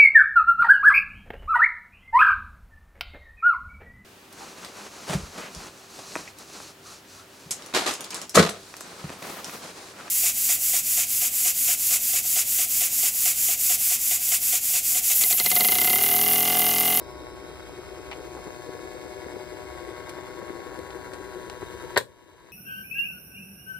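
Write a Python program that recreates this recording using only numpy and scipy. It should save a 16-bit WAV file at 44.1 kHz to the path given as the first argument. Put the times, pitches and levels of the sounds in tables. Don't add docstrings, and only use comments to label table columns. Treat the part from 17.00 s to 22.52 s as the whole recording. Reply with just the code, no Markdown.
import sys
import numpy as np
from scipy import signal
from scipy.fft import rfft, irfft, next_fast_len
from scipy.io import wavfile
from scipy.ndimage import uniform_filter1d, map_coordinates

SR = 44100
rng = np.random.default_rng(int(sys.argv[2]) if len(sys.argv) > 2 else 0)


def transcribe(signal):
    frames = np.atleast_2d(signal).T
    limited = np.clip(frames, -1, 1)
    pcm = np.round(limited * 32767).astype(np.int16)
    wavfile.write(sys.argv[1], SR, pcm)


N = 243431
TIME = np.arange(N) / SR
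PULSE_HZ, PULSE_AT_S = 122.07, 0.0071
GEAR_TURNS_PER_S = 10.38

# pitch in Hz, width in Hz, relative level in dB.
BOARD_RESONANCES = [(50, 18, -5), (69, 14, -6), (89.5, 2.9, 6), (131.7, 65, 0.5), (166, 39, -5)]
# frequency in Hz, relative level in dB per Hz.
WHIRR_COLOUR = [(450, -27.5), (600, 3), (760, 2), (820, -2.5), (940, 7.5), (1080, -4.5), (1280, 0.5),
                (1550, -0.5), (1900, -11.5), (2180, 0), (2400, -18), (2800, -11.5), (3600, -76)]
# frequency in Hz, left level minus right level in dB.
LEFT_RIGHT = [(60, -5.5), (200, 5), (380, 8.5), (560, 10), (950, -2), (1300, 0.5), (1800, 6), (2200, 2),
              (3000, 1.5), (6300, 4.5), (9500, 0), (13000, 4.5)]
# frequency in Hz, lead in radians.
LEFT_LEAD = [(400, 0), (2150, 0.5), (2450, 2.5), (3700, 4.5), (4300, 7.5), (5200, 4), (6400, 10),
             (8000, 11), (9300, 35.5), (11200, 21)]


def amp(db):
    return 10 ** (np.asarray(db) / 20)


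def unit(x):
    return x / np.sqrt(np.mean(np.atleast_2d(x).mean(0) ** 2) + 1e-20)


def read(points, hz):
    f, value = np.transpose(points)
    return np.interp(np.log(hz + 1), np.log(f), value)


def curves(rows):
    s, *columns = np.transpose(rows)
    return [np.interp(TIME, s, c) for c in columns]


def add(mix, s, sound):
    part = mix[:, round(s * SR):][:, :sound.shape[1]]
    part += sound[:, :part.shape[1]]


def drift(hz):
    f = np.fft.rfftfreq(N, 1 / SR)
    lowpass = (f > 0) / (1 + (f / hz) ** 2) ** 2
    return unit(irfft(rfft(rng.standard_normal(N)) * lowpass, N))


def spectrum(points, hz):
    return amp(read(points, hz)) * np.minimum(hz / points[0][0], 1) ** 2


def resonances(modes, hz):
    return np.sqrt(sum((amp(db) / (1 + ((hz - f) / width) ** 2)) ** 2 for f, width, db in modes))


def causal(gain):
    cepstrum = irfft(np.log(gain + 1e-6))
    half = cepstrum.shape[-1] // 2
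    fold = np.r_[1, np.full(half - 1, 2), 1, np.zeros(half - 1)]
    return np.exp(rfft(cepstrum * fold))


def noise(colour, size=N, balance=LEFT_RIGHT):
    # frequency in Hz, left-right likeness, which is clipped to -1..1 below.
    likeness = [(60, 1.3), (160, -0.7), (340, 0.53), (640, 2.5), (1500, 3), (2300, .5), (3200, 0.96),
                (4600, 1.03), (5600, -1), (6400, 1.6), (9300, -0.45), (12000, 0)]
    length = next_fast_len(size)
    hz = np.fft.rfftfreq(length, 1 / SR)
    left, other = rfft(rng.standard_normal((2, length)))
    same = np.clip(read(likeness, hz), -1, 1)
    lean = amp(read(balance, hz) / 2)
    right = same * left * np.exp(-1j * read(LEFT_LEAD, hz)) + np.sqrt(1 - same ** 2) * other
    return unit(irfft(np.array([left * lean, right / lean]) * colour(hz), length)[:, :size])


def steady(x, size):
    return unit(x / np.sqrt(uniform_filter1d((x ** 2).mean(0), size=size) + 1e-9))


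def burst(colour, db, decay, balance=LEFT_RIGHT, size=8192, rise_share=0.21):
    t, hz = np.arange(size) / SR, np.fft.rfftfreq(size, 1 / SR)
    envelope = np.exp(-t / decay) * (1 - np.exp(-t / (rise_share * decay)))
    chatter = rfft(noise(np.ones_like, size=size) * envelope)
    uneven = np.sqrt(uniform_filter1d(abs(chatter) ** 2, size=40))
    lean = amp(np.outer([.5, -.5], read(balance, hz)))
    ring = irfft(chatter * causal(colour(hz) * lean / uneven))
    return amp(db) * unit(ring) * np.sqrt(np.mean(np.exp(-2 * t / decay)))


def contacts(rows, body, balance=LEFT_RIGHT):
    out = np.zeros((2, N))
    for s, db, decay, edge_hz in rows:
        blow = burst(lambda hz: spectrum(body, hz) / (1 + (hz / edge_hz) ** 4), db, decay, balance=balance)
        add(out, s, blow)
    return out


def distance():
    abreast_s, pass_width_s = 3.3, 4.27
    u = ((TIME - abreast_s) / pass_width_s) ** 2
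    return u / (1 + u)


def gear_turn(peak_s=0.0023, sharpness=0.28):
    swell = np.exp(sharpness * np.cos(2 * np.pi * GEAR_TURNS_PER_S * (TIME - peak_s)))
    return unit(swell - swell.mean())


def line(k, db, lean_db, waver_db=1.4, shiver_db=1.3, flutter=0.014, spread=0.72):
    level = amp(db + waver_db * drift(2.2) + shiver_db * drift(59))
    phase = 2 * np.pi * round(k) * PULSE_HZ * (TIME - PULSE_AT_S)
    phase = phase + spread * rng.standard_normal() + flutter * k * drift(4.4)
    left = amp(lean_db / 2) * np.cos(phase)
    right = amp(-lean_db / 2) * np.cos(phase - read(LEFT_LEAD, k * PULSE_HZ))
    return level * np.array([left, right])


def motor(turn_db=1.1, bare_db=3.5, shield_hz=1500):
    # multiple of the pulse rate, base level in dB, left-right dB.
    buzz_notes = [(3, -54, -7), (4, -64, 16), (11, -69.5, 9), (12, -63, 15), (13, -59, 9), (15, -66.5, 8),
                  (16, -65, 7), (17, -70.5, 14)]
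    # multiple, left-right dB.
    swelling_notes = [(5, 12), (6, 9), (7, 18), (8, 8.5), (9, 3.5), (14, 8.5), (18, -5)]
    # time in seconds, then the base level in dB of each of those notes in turn.
    swell_levels = [(.15, -51, -57, -61, -52, -50.5, -79, -63),
                    (.65, -56, -55.5, -62, -61, -56.5, -65, -67),
                    (1.25, -51, -52.5, -60, -56.5, -52, -64, -62.5),
                    (1.8, -51, -53, -63, -55.5, -50, -53.5, -58),
                    (2.4, -49.5, -53.5, -66, -54, -56, -56.5, -57.5),
                    (3.0, -51, -54.5, -62, -53, -47, -59.5, -59),
                    (3.6, -54, -73, -60, -52.5, -49, -57, -63),
                    (4.2, -55.5, -65, -59, -50, -51.5, -59, -68),
                    (4.7, -55, -67, -68, -50.5, -49.5, -54, -64)]
    # time in seconds, base level of the whine in dB.
    whine_levels = [(0, -62), (.6, -64.5), (1.3, -67), (2.4, -78), (3.3, -65), (4.1, -73), (4.7, -64)]
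    whine_multiple, whine_lean_db = 31, 5
    pass_s, pass_width_s = 2.7, 0.27
    passed = np.tanh((TIME - pass_s) / pass_width_s)
    buzz = np.zeros((2, N))
    for k, db, lean_db in buzz_notes:
        buzz += line(k, db + bare_db * passed * (k * PULSE_HZ > shield_hz), lean_db)
    for (k, lean_db), db in zip(swelling_notes, curves(swell_levels)):
        buzz += line(k, db, lean_db, waver_db=1.08)
    whine_db = curves(whine_levels)[0]
    whine = line(whine_multiple, whine_db, whine_lean_db, waver_db=0, shiver_db=4.0, flutter=0.035)
    return buzz * amp(turn_db * gear_turn()) + whine


def sliding(x, broad_db=1.8, broad_hz=450, fine_db=6.0, fine_hz=70, change_s=0.81):
    hz, t, z = signal.stft(x, SR, nperseg=1024)
    for depth_db, spacing_hz in ((broad_db, broad_hz), (fine_db, fine_hz)):
        place = np.meshgrid(hz / spacing_hz, t / change_s, indexing="ij")
        bumps = map_coordinates(rng.standard_normal(size=(512, 32)), place, order=3, mode="mirror")
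        z = z * amp(depth_db * bumps)
    return signal.istft(z, SR, nperseg=1024)[1][:, :N]


def muffled(x, edge_hz=1200, far_db=-15.0):
    dull = signal.sosfiltfilt(signal.butter(2, edge_hz, fs=SR, output="sos"), x)
    return dull + amp(far_db * distance()) * (x - dull)


def rattle(level_db=-53.5, range_db=13.0, jitter_s=0.001804, decay=0.00032, count=24):
    times = np.arange(PULSE_AT_S, N / SR, 1 / PULSE_HZ)
    teeth = [burst(lambda hz: spectrum(WHIRR_COLOUR, hz), 0, decay, size=2048) for _ in range(count)]
    out = np.zeros((2, N))
    for s, (tooth, force, early) in zip(times, rng.random((len(times), 3))):
        add(out, s - jitter_s * early, amp(range_db * force ** 2) * teeth[int(tooth * count)])
    return amp(level_db) * unit(out)


def gears(whirr_db=-52.0, hiss_db=2.5, whirr_pulse_db=1.5, hiss_pulse_db=0.43, kick_decay=0.24,
          turn_db=0.6, hiss_turn_db=0.65, grit_db=1.3, backlash_db=2.5):
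    # frequency in Hz, relative level in dB per Hz.
    hiss_colour = [(2000, 4.5), (3000, 1), (3500, 2), (4000, 2.5), (4600, -2.5), (5150, 0.5), (5650, -10.5),
                   (6250, -0.5), (7000, -4), (8000, -4), (8800, -6), (10500, -8.3), (12500, -11.5),
                   (15500, -13)]
    # time in seconds, level in dB before hiss_db is added.
    hiss_levels = [(0, -59), (.5, -57.5), (.9, -57), (1.4, -55.5), (3.4, -56.5), (4.9, -55.5), (5.2, -53),
                   (5.52, -54.5)]
    kick = np.exp(-((TIME - PULSE_AT_S) * PULSE_HZ % 1) / kick_decay)
    kick = unit(kick - kick.mean())
    turn, grit = gear_turn(), grit_db * np.tanh(drift(300))
    backlash = backlash_db * np.tanh(drift(55))
    teeth = sliding(noise(lambda hz: spectrum(WHIRR_COLOUR, hz)))
    teeth = unit(teeth * amp(whirr_pulse_db * kick + turn_db * turn + grit + backlash))
    hiss = sliding(noise(lambda hz: spectrum(hiss_colour, hz)), broad_db=0.5, fine_db=2.5)
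    hiss = unit(hiss * amp(hiss_pulse_db * kick + hiss_turn_db * turn + grit))
    return muffled(amp(whirr_db) * teeth + rattle()) + amp(curves(hiss_levels)[0] + hiss_db) * hiss


def rolling(shell_db=-43.0, shell_far_db=-8.0, lump_db=0.86, uneven_db=2.0, throb_db=1.24, throb_s=0.029):
    # pitch in Hz, width in Hz, relative level in dB.
    shell_resonances = [(288.6, 11.7, -4.5), (355.3, 37.5, 1.5), (383, 10.3, 2.5), (488, 42, -3.5),
                        (530, 110, -15.5)]
    # time in seconds, level in dB.
    rumble_levels = [(4.0, -53), (4.9, -51)]
    rumble = steady(noise(lambda hz: resonances(BOARD_RESONANCES, hz)), size=5000)
    lumpy = noise(lambda hz: resonances(shell_resonances, hz)) * amp(lump_db * drift(63))
    drumming = steady(lumpy, size=3200)
    throb = throb_db * np.cos(2 * np.pi * GEAR_TURNS_PER_S * (TIME - throb_s)) + uneven_db * drift(36)
    drumming_db = shell_db + shell_far_db * distance() + throb
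    return amp(curves(rumble_levels)[0]) * rumble + amp(drumming_db) * drumming


def knock(rise_s=0.0015, size=16384):
    # time in seconds, level in dB, decay in seconds, treble edge in Hz.
    blows = [(4.9605, -20, 0.01, 4800), (4.9668, 3.5, 0.0019, 2630), (4.9705, -12, 0.004, 1200),
             (4.9742, 3, 0.0044, 13500), (4.9762, 4, 0.0016, 2520), (4.979, -4, 0.0058, 13200),
             (4.9905, -12, 0.0014, 5000), (5.0035, -14, 0.0011, 3000), (5.0105, -8.5, 0.00077, 1400)]
    # frequency in Hz, relative level in dB per Hz.
    knock_colour = [(90, -14), (200, -18), (300, -15.5), (430, -2), (560, -1.5), (750, -12), (970, -4.5),
                    (1300, -15), (1620, -3), (1900, -4.5), (2300, -11), (2800, -15.5), (3600, -9.5),
                    (4250, -8.5), (4900, -16), (6400, -19.5), (7700, -13), (11000, -19), (15500, -16)]
    # frequency in Hz, left-right dB.
    knock_balance = [(60, -3), (380, 9), (700, 3), (1300, 1.5), (2400, 6.5), (4400, 2), (10000, 0.5),
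                     (13000, 5)]
    # pitch in Hz, level in dB, seconds to fall by 60 dB.
    ringing_notes = [(134, -26, 0.2), (320, -25, 0.092), (464, -20, 0.06), (1008, -18, 0.15),
                     (1670, -28, 0.021), (4400, -23, .06)]
    out, t = contacts(blows, knock_colour, knock_balance), np.arange(size) / SR
    hardest_s = max(blows, key=lambda row: row[1])[0]
    for hz, db, t60 in ringing_notes:
        envelope = (1 - np.exp(-t / rise_s)) * np.exp(-np.log(1000) * t / t60)
        ring = amp(db) * envelope * np.sin(2 * np.pi * (hz * t + rng.random()))
        add(out, hardest_s, np.outer(amp(read(knock_balance, hz) * np.array([.5, -.5])), ring))
    return out


def wheel_ticks():
    # time in seconds, level in dB, decay in seconds, treble edge in Hz.
    tick_rows = [(1.368, -35, 0.0086, 1150), (1.464, -39, 0.0099, 1590), (3.0925, -36.5, 0.0063, 14000),
                 (3.183, -38, 0.0089, 2300), (3.278, -41, 0.0038, 1990), (3.416, -36.5, 0.0047, 2000),
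                 (3.7505, -39, 0.0054, 1900), (3.7899, -40.5, 0.0017, 15300), (3.9036, -38.5, 0.005, 5500),
                 (4.1336, -38.5, 0.006, 10500), (4.4982, -30, 0.0019, 8000), (4.619, -36.5, 0.01, 2000)]
    scuff_rows = [(1.1135, -32.5, 0.0032, 7000), (1.1205, -33, 0.0027, 4500), (1.1275, -33.5, 0.0041, 5500)]
    # frequency in Hz, relative level in dB per Hz.
    tick_colour = [(200, 1.5), (900, 8), (2200, 2.5), (4300, 2), (6500, -2), (9000, 1), (15000, -7)]
    flange_colour = [(900, 3.5), (1600, -8), (2100, 4), (2900, 1), (3600, -5.5), (12000, -21)]
    return contacts(tick_rows, tick_colour) + contacts(scuff_rows, flange_colour)


def jolts(thud_hz=365, width_hz=110, board_share=0.18, decay=0.0073):
    # time in seconds, level in dB.
    jolt_rows = [(1.389, -34), (1.467, -31.5), (1.688, -31), (2.26, -33), (2.361, -32.5), (3.425, -36.5),
                 (3.499, -31.5), (3.785, -31.5), (4.13, -38.5), (4.623, -30.5)]

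    def body(hz):
        return resonances([(thud_hz, width_hz, 0)], hz) + board_share * resonances(BOARD_RESONANCES, hz)

    out = np.zeros((2, N))
    for s, db in jolt_rows:
        add(out, s, burst(body, db, decay))
    return out


def rails(ring_hz=5200, width_hz=300, level_db=-64.5, fade_db_per_s=3.5):
    return amp(level_db - fade_db_per_s * TIME) * noise(lambda hz: resonances([(ring_hz, width_hz, 0)], hz))


def drone(level_db=-1.0, waver_db=-0.5, wander=0.97, drone_hz=64.5):
    # time in seconds, level in dB before level_db is added.
    drone_levels = [(0, -52), (.15, -45.5), (.45, -52), (1.45, -52), (1.7, -71), (2.55, -61), (2.72, -44),
                    (3.0, -62), (3.4, -72), (3.9, -50), (4.5, -66), (4.75, -49), (5.05, -74)]
    level = amp(level_db + curves(drone_levels)[0] + waver_db * drift(5.5))
    return level * np.sin(2 * np.pi * drone_hz * TIME + wander * drift(9.0))


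def room(x, build=0.0005):
    # frequency in Hz, seconds to fall by 60 dB.
    fall_times = [(100, 0.56), (500, 0.2), (2000, 0.14), (9000, 0.18)]
    hz, t, z = signal.stft(rng.standard_normal((2, SR // 2)), SR, nperseg=256)
    decay = np.exp(-np.log(1000) * t / read(fall_times, hz)[:, None]) * (1 - np.exp(-t / build))
    tail = signal.istft(z * decay, SR, nperseg=256)[1]
    return signal.fftconvolve(x, tail / np.linalg.norm(tail[0]), axes=1)[:, :N]


def scene(left_db=1.0, far_left_db=-7.5, tick_room_db=-13, knock_room_db=-9):
    shift_db = left_db + far_left_db * distance()
    running = motor() + rolling() + gears() + rails() + jolts()
    running = running * amp([shift_db / 2, -shift_db / 2]) + drone()
    ticks, clack = wheel_ticks(), knock()
    return running + ticks + clack + room(amp(tick_room_db) * ticks + amp(knock_room_db) * clack)


def record(dry, ceiling_db=-11.0, recover_db_per_s=11, low_cut_hz=44, treble_edge_hz=15600):
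    dry = signal.sosfilt(signal.butter(4, low_cut_hz, "high", fs=SR, output="sos"), dry)
    power_db = 10 * np.log10(uniform_filter1d((dry ** 2).max(0), size=90) + 1e-12)
    fall = recover_db_per_s * TIME
    over_db = np.maximum(np.maximum.accumulate(power_db + fall) - fall - ceiling_db, 0)
    limited = np.tanh(dry * amp(-uniform_filter1d(over_db, size=40)))
    treble_cut = signal.firwin(511, treble_edge_hz, window=("kaiser", 9), fs=SR)
    return signal.oaconvolve(limited, treble_cut[None], "same", axes=1)


dry = scene()
out = record(dry)
transcribe(out)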